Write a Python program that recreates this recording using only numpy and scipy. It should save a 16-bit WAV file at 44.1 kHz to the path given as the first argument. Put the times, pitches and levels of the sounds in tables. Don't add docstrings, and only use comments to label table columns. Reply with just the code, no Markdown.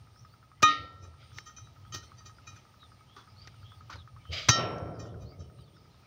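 import sys
import numpy as np
from scipy import signal
from scipy.fft import rfft, irfft, next_fast_len
from scipy.io import wavfile

SR = 44100
rng = np.random.default_rng(int(sys.argv[2]) if len(sys.argv) > 2 else 0)


def output_pcm(signal):
    pcm = np.clip(np.atleast_2d(signal).T, -1, 1) * 32767
    wavfile.write(sys.argv[1], SR, np.round(pcm).astype(np.int16))


N = 267318
TIME = np.arange(N) / SR

# frequency in Hz, relative level in dB.
MURMUR_SPECTRUM = [(20, -5), (45, -7), (75, 4.5), (120, 7), (170, -9.5), (260, -31.5), (500, -60.5)]
AIR_SPECTRUM = [(200, 2.5), (300, -3.5), (500, -7), (900, -4.5), (1130, -12), (1250, 3.5), (1400, -14),
                (2000, -12.5), (3200, -14), (5500, -14), (7500, -27.5), (8400, -35), (11000, -32),
                (14000, -33.5)]
CRUNCH_SPECTRUM = [(100, 2), (250, 5), (600, 0.5), (1100, 7.5), (1600, 3), (3000, -1.5), (4800, -3),
                   (6100, 0), (7000, -9), (8200, -18), (13500, -31), (15200, -21.5), (16000, -12)]
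SCUFF_SPECTRUM = [(100, -24.5), (300, -6), (700, -3), (1000, -19), (1400, -5), (1900, 0), (2400, 0),
                  (3200, -2), (4300, 0.5), (5000, -4.5), (6200, -9), (7500, -19.5), (10000, -42),
                  (15000, -28.5)]
STEP_SPECTRUM = [(40, -68), (80, 21), (130, 3), (200, -10), (550, -7.5), (1000, -43.5), (3000, -68)]
GRIT_SPECTRUM = [(100, -25), (300, 12.5), (700, -2), (1400, 3.5), (2300, -3.5), (4500, 6.5), (6200, 4),
                 (8000, -16.5), (13000, -20), (15200, -10), (16000, -20)]
# time in seconds, base level in dB.
MURMUR_CONTOUR = [(0.0, -61.5), (1.62, -58), (1.89, -51), (2.11, -59.5), (3.22, -61), (3.46, -55.5),
                  (4.25, -54.5), (4.64, -49), (5.23, -49), (6.06, -67)]
AIR_CONTOUR = [(0, -65), (1, -64.5), (2.5, -60.5), (4.2, -63), (5, -67.5), (6.06, -61.5)]
TICK_CONTOUR = [(0, -58), (.25, -49), (.9, -54), (1.5, -49), (2.4, -48.5), (3.1, -52.5), (3.6, -53),
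                (3.9, -45), (5.5, -54), (6.06, -59)]
# centre in Hz, resonator width in Hz, level in dB.
HISS_BANDS = [(8870, 480, -83), (15100, 1000, -85.5)]
# start in seconds, length in seconds, middle pitch in Hz, glide in octaves,
# level in dB.
BIRD_CALLS = [(0.124, 0.12, 5580, 0.51, -62.5), (2.788, .09, 3780, -.23, -55.5),
              (3.054, 0.21, 3390, 0.18, -58), (3.348, 0.13, 4620, .26, -55.5),
              (3.62, .15, 3350, 0.14, -55.5), (3.95, 0.086, 3840, -0.46, -52),
              (4.203, 0.25, 3130, 0.045, -54.5), (5.24, 0.13, 4620, 0.33, -61)]
# frequency in Hz, t60 (time to fall 60 dB) in seconds,
# then relative level in dB when struck flat, struck on the edge and grazed.
TAMPER_MODES = [(289.7, 0.51, -38.5, -41, -24), (901, 0.12, -38, -54.5, -16.5),
                (1242, 0.27, -12.5, -32.5, -0.5), (1340, 0.87, -32.5, -28, -6),
                (1861.6, 0.46, -27, -29.5, -8), (2370, 0.26, -54, -58.5, -28), (2458, 0.11, -19, -32, -6.5),
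                (2910, 0.31, -47, -40, -24), (3036, 0.47, -38, -41, -17), (3126, 0.47, -46, -32, -24),
                (3142, 0.35, -37, -41.5, -10.5), (3710, 0.38, -28.5, -33.5, -15),
                (3883, .31, -30.5, -29, -6), (4020, 0.37, -47, -38, -21), (4130, .26, -43, -38, -35),
                (4700, 0.25, -51.5, -27.5, -10.5), (5420, 0.33, -43.5, -29, -13.5),
                (5484, 0.49, -58.5, -30.5, -11.5), (5820, .15, -43, -42.5, -27),
                (6060, 0.2, -51, -26.5, -4), (5830, 0.1, -31, -31, -17), (6028, .17, -48, -33, -2),
                (5940, 0.068, -34, -14, -0.5), (6065, 0.14, -31, -22.5, -18), (6350, 0.14, -51, -27, -8),
                (6450, 0.12, -50.5, -24.5, -30), (7030, .14, -41, -38, -11), (7240, 0.2, -52.5, -47.5, -14)]
MODE_HZ, MODE_T60, FLAT_DB, EDGE_DB, GRAZED_DB = np.transpose(TAMPER_MODES)
# start in seconds, sinking-in time in seconds, share on the edge from 0 to 1,
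# crunch in dB, thud in dB, thud pitch in Hz, yard echo in dB, wall rumble in dB.
TAMPER_BLOWS = [(.622, 0.015, 0, -22, -26.5, 106.3, -37, -56.5),
                (4.485, .007, 1, -15.5, -14, 119.6, -53, -32)]
# frequency in Hz, relative level in dB, t60 in seconds.
YARD_ECHO = [(200, 5, 0.13), (704, -2, 0.64), (1500, -17, 0.48), (2106, 6, 0.43), (3000, 6, 0.28),
             (4000, -3, 0.54), (5000, 5.5, 0.38), (5830, -12.5, 0.28), (8000, -56, .25), (15000, -40, .2)]
WALL_RUMBLE = [(50, -25, 3.1), (95, 1.5, 1.5), (154, 1, 3.5), (204, -6.5, 2.13), (370, -5, 2.51),
               (686, -2, 1.6), (920, -14, 1.15), (1180, -3.5, 1.35), (1500, -20, 1.18), (2760, -13, 0.49),
               (4760, -29, 0.29), (9000, -58.5, .3)]
# start in seconds, level in dB, rise in seconds, t60 in seconds.
FOOT_SCUFFS = [(1.14, -61, 0.066, 1), (3.31, -63.5, 0.12, 1), (3.885, -50.5, 0.05, 0.11),
               (4.295, -34.5, 0.037, 0.53), (4.325, -37.5, 0.053, 0.55)]
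FOOTFALLS = [(0.781, -44.5, 0.024, 0.23), (0.827, -39.5, 0.024, 0.1), (0.995, -45, 0.044, 0.35),
             (1.931, -47.5, 0.014, 0.65), (3.92, -44, 0.045, 0.12), (4.285, -38.5, 0.0196, 0.26),
             (5.161, -39, 0.0095, 0.18), (5.37, -39, 0.045, 0.24)]
# centre in Hz, width in Hz, relative gain in dB.
GRAVEL_RESONANCES = [(634, 69, -1), (1230, 62, 3), (2300, 250, -5), (3140, 350, -0.5), (3740, 140, -8),
                     (4790, 190, -0.5)]
# start in seconds, ring gain in dB, contact time in seconds,
# favoured pitch in Hz, grit level in dB.
PLATE_GRAZES = [(1.01, -64.5, 0.032, 2410, -70), (1.311, -58.5, 0.078, 5400, -59),
                (1.45, -56, 0.022, 1860, -60), (1.562, -56.5, 0.0042, 6000, -64.5),
                (1.599, -72, 0.057, 3830, -80), (1.92, -47.5, 0.004, 3030, -58),
                (1.934, -46, 0.012, 4260, -39), (2.017, -64.5, 0.021, 3070, -61),
                (2.161, -65.5, 0.029, 4700, -72), (2.249, -57.5, 0.013, 4740, -56.5),
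                (2.462, -56, 0.015, 2450, -61), (2.552, -68.5, .014, 2450, -63),
                (4.984, -57.5, 0.018, 5440, -61), (5.047, -67.5, 0.017, 1860, -73.5),
                (5.19, -66.5, 0.034, 5270, -78), (5.38, -68, 0.026, 5440, -73)]
# start in seconds, level in dB, pitch in Hz, t60 in seconds.
STONE_KNOCKS = [(1.385, -37, 1940, 0.011), (1.385, -33, 1770, 0.017), (3.164, -49.5, 1170, 0.32),
                (3.473, -40, 1860, 0.034), (3.9, -42.5, 1130, 0.15), (3.913, -50, 1340, 0.28),
                (3.928, -43, 1460, 0.074), (3.956, -48, 940, 0.06), (4.783, -50.5, 5750, 0.025)]


def amp(db):
    return np.exp(np.asarray(db) * (np.log(10) / 20))


def unit_rms(x):
    return x / np.sqrt(np.mean(x ** 2) + 1e-20)


def at_hz(hz, points_hz, values):
    return np.interp(np.log(hz + 1e-9), np.log(points_hz), values)


def noise(spectrum, size=N):
    n = next_fast_len(size)
    bin_hz = np.arange(n // 2 + 1) * SR / n
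    gain = amp(at_hz(bin_hz, *np.transpose(spectrum)))
    white = rng.standard_normal(n)
    return unit_rms(irfft(rfft(white) * gain, n)[:size])


def drift(rate_hz, size=N):
    knots = rng.standard_normal(size // 20)
    return np.interp(TIME[:size] * rate_hz, np.arange(len(knots)), knots)


def resonate(x, hz, width_hz):
    radius = np.exp(-np.pi * width_hz / SR)
    feedforward = np.array([1, 0, -1]) * (1 - radius ** 2) / 2
    feedback = [1, -2 * radius * np.cos(2 * np.pi * hz / SR), radius ** 2]
    return signal.lfilter(feedforward, feedback, x + 1e-18)


def narrow_noise(hz, width_hz, size=N):
    once = resonate(rng.standard_normal(size), hz, width_hz)
    return unit_rms(resonate(once, hz, width_hz))


def swell(rise, t60, size=SR):
    t = TIME[:size]
    return np.minimum(t / rise, 1) * np.exp(-np.log(1000) * np.maximum(t - rise, 0) / t60)


def add(track, start_s, sound):
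    first = max(round(start_s * SR), 0)
    track[first:first + len(sound)] += sound[:N - first]


def background(murmur_boost_db=2.5):
    murmur_db = np.interp(TIME, *np.transpose(MURMUR_CONTOUR)) + murmur_boost_db + 3.5 * drift(22)
    murmur = amp(murmur_db) * noise(MURMUR_SPECTRUM)
    air_db = np.interp(TIME, *np.transpose(AIR_CONTOUR)) + drift(5.6)
    air = amp(air_db) * noise(AIR_SPECTRUM)
    hiss = sum(amp(db + 3.5 * drift(18)) * narrow_noise(hz, width) for hz, width, db in HISS_BANDS)
    return murmur + air + hiss


def ticking(first_s=0.0704, period_s=0.08897, pitch_hz=1274, ring_hz=1267.6, size=SR // 5):
    out, t = np.zeros(N), TIME[:size]
    starts = np.arange(first_s, TIME[-1], period_s)
    deviations = np.clip(rng.standard_normal((len(starts), 2)), -2, 2)
    for start, (strength, detune) in zip(starts, deviations):
        db = np.interp(start, *np.transpose(TICK_CONTOUR)) + 2 * strength
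        hz = pitch_hz * 2 ** (0.08 * detune)
        pip = np.sin(2 * np.pi * hz * t) * swell(0.0028, 0.024, size)
        speck = amp(-10) * narrow_noise(hz, 780, size) * swell(0.00075, 0.058, size)
        ring = amp(-7.5) * np.sin(2 * np.pi * ring_hz * t) * swell(0.018, 0.076, size)
        add(out, start, amp(db) * (pip + speck + ring))
    return out


def birds(chatter_db=-66, chatter_count=50, arch_octaves=0.065, size=SR // 5):
    out = np.zeros(N)
    chatter = [(TIME[-1] * when, 0.086, 2000 + 3440 * pitch, 0.46 * (2 * slope - 1), chatter_db)
               for when, pitch, slope in rng.random((chatter_count, 3))]
    for start, length, middle_hz, glide, db in BIRD_CALLS + chatter:
        progress = np.minimum(TIME[:size] / length, 1)
        octaves = glide * (progress - 0.5) - arch_octaves * (2 * progress - 1) ** 2
        whistle = np.exp(2j * np.pi * np.cumsum(middle_hz * 2 ** octaves) / SR)
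        scatter = sum(share * (drift(rate_hz, size) + 1j * drift(rate_hz, size))
                      for rate_hz, share in [(230, 0.6), (1100, 0.32)])
        add(out, start, amp(db) * np.sin(np.pi * progress) * np.real(scatter * whistle))
    return out


def plate_ring(levels_db, rise, linger_db, size=SR):
    out, t = np.zeros(size), TIME[:size]
    for hz, t60, db in zip(MODE_HZ, MODE_T60, levels_db):
        loaded = np.minimum(t / rise, 1) * swell(rise, t60, size)
        lingering = amp(linger_db) * swell(0.015, t60 * 3.5, size)
        wavering_gain = amp(db + drift(70, size))
        out += wavering_gain * (loaded + lingering) * np.sin(2 * np.pi * (hz * t + rng.random()))
    return out


def fracture(spectrum, rough_db, size=SR):
    smooth = noise(spectrum, size)
    bursts = amp(rough_db * np.clip(drift(900, size), -2, 2))
    return unit_rms(smooth * bursts)


def reverberation(table, rise, size):
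    points_hz, levels_db, t60s = np.transpose(table)
    edges_hz = np.geomspace(45, 16000, 26)
    white = rng.standard_normal((2, size))
    out, power = 0, 0
    for k, (low, high) in enumerate(zip(edges_hz, edges_hz[1:])):
        hz = np.sqrt(low * high)
        bandpass = signal.butter(3, [low, high], "band", fs=SR, output="sos")
        band = amp(at_hz(hz, points_hz, levels_db)) * signal.sosfilt(bandpass, white[k % 2])
        out = out + band * swell(rise, at_hz(hz, points_hz, t60s), size)
        power += np.mean(band ** 2)
    return out / np.sqrt(power)


def tamper_blows():
    out, t = np.zeros(N), TIME[:SR]
    for start, sink, edge, crunch_db, thud_db, thud_hz, echo_db, rumble_db in TAMPER_BLOWS:
        ring = plate_ring(FLAT_DB + edge * (EDGE_DB - FLAT_DB), sink, linger_db=-33.5)
        hold = amp(3.9 * np.exp(-((t - 0.075) / 0.04) ** 2))
        load = 0.078 * swell(0.0005, 0.034) + swell(sink * 0.47, 0.07)
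        crunch = amp(crunch_db) * fracture(CRUNCH_SPECTRUM, rough_db=-3) * load
        thud = amp(thud_db) * np.sin(2 * np.pi * thud_hz * t) * swell(0.007, 0.061)
        add(out, start, ring * hold + crunch)
        add(out, start + 0.0041, thud)
        add(out, start + sink, amp(echo_db) * reverberation(YARD_ECHO, rise=0.069, size=SR))
        add(out, start + sink, amp(rumble_db) * reverberation(WALL_RUMBLE, rise=0.11, size=2 * SR))
    return out


def feet():
    out = np.zeros(N)
    for start, db, rise, t60 in FOOT_SCUFFS:
        friction = fracture(SCUFF_SPECTRUM, rough_db=np.sqrt(2))
        gravel = sum(amp(gain_db) * resonate(friction, hz, width)
                     for hz, width, gain_db in GRAVEL_RESONANCES)
        scuff = unit_rms(0.28 * friction + gravel)
        speed = np.minimum(TIME[:SR] / rise, 1) ** 2
        add(out, start, amp(db) * scuff * speed * swell(rise, t60))
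    for start, db, rise, t60 in FOOTFALLS:
        add(out, start, amp(db) * noise(STEP_SPECTRUM, SR) * swell(rise, t60))
    return out


def plate_grazes(size=SR // 2):
    out = np.zeros(N)
    for start, db, contact, favoured_hz, grit_db in PLATE_GRAZES:
        favour_db = 8 * np.exp(-(np.log2(MODE_HZ / favoured_hz) / 0.095) ** 2)
        chance_db = 4 * np.clip(rng.standard_normal(len(MODE_HZ)), -2, 1.3)
        ring = plate_ring(db + GRAZED_DB + favour_db + chance_db, contact, linger_db=-4, size=size)
        singing_hz = MODE_HZ[np.argmin(np.abs(MODE_HZ - favoured_hz))]
        singing = amp(db - 11.5) * np.sin(2 * np.pi * singing_hz * TIME[:size])
        grit = amp(grit_db) * fracture(GRIT_SPECTRUM, rough_db=3, size=size)
        for sound, t60 in [(ring, 0.41), (singing, 0.6), (grit, 0.15)]:
            add(out, start, sound * swell(contact, t60, size))
    return out


def stone_knocks(size=SR // 5):
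    out = np.zeros(N)
    for start, db, hz, t60 in STONE_KNOCKS:
        crack = noise(GRIT_SPECTRUM, size)
        knock = unit_rms(resonate(crack, hz, width_hz=330) + 0.061 * crack)
        add(out, start, amp(db) * knock * swell(0.0004, t60, size))
    return out


def scene():
    work = tamper_blows() + plate_grazes() + stone_knocks() + feet()
    return (work + ticking() + birds() + background())[None]


def record(dry, low_hz=58, high_hz=15750):
    highpass = signal.butter(3, low_hz, "high", fs=SR, output="sos")
    lowpass = signal.ellip(10, 0.3, 80, high_hz, fs=SR, output="sos")
    return signal.sosfilt(lowpass, signal.sosfilt(highpass, dry))


dry = scene()
out = record(dry)
output_pcm(out)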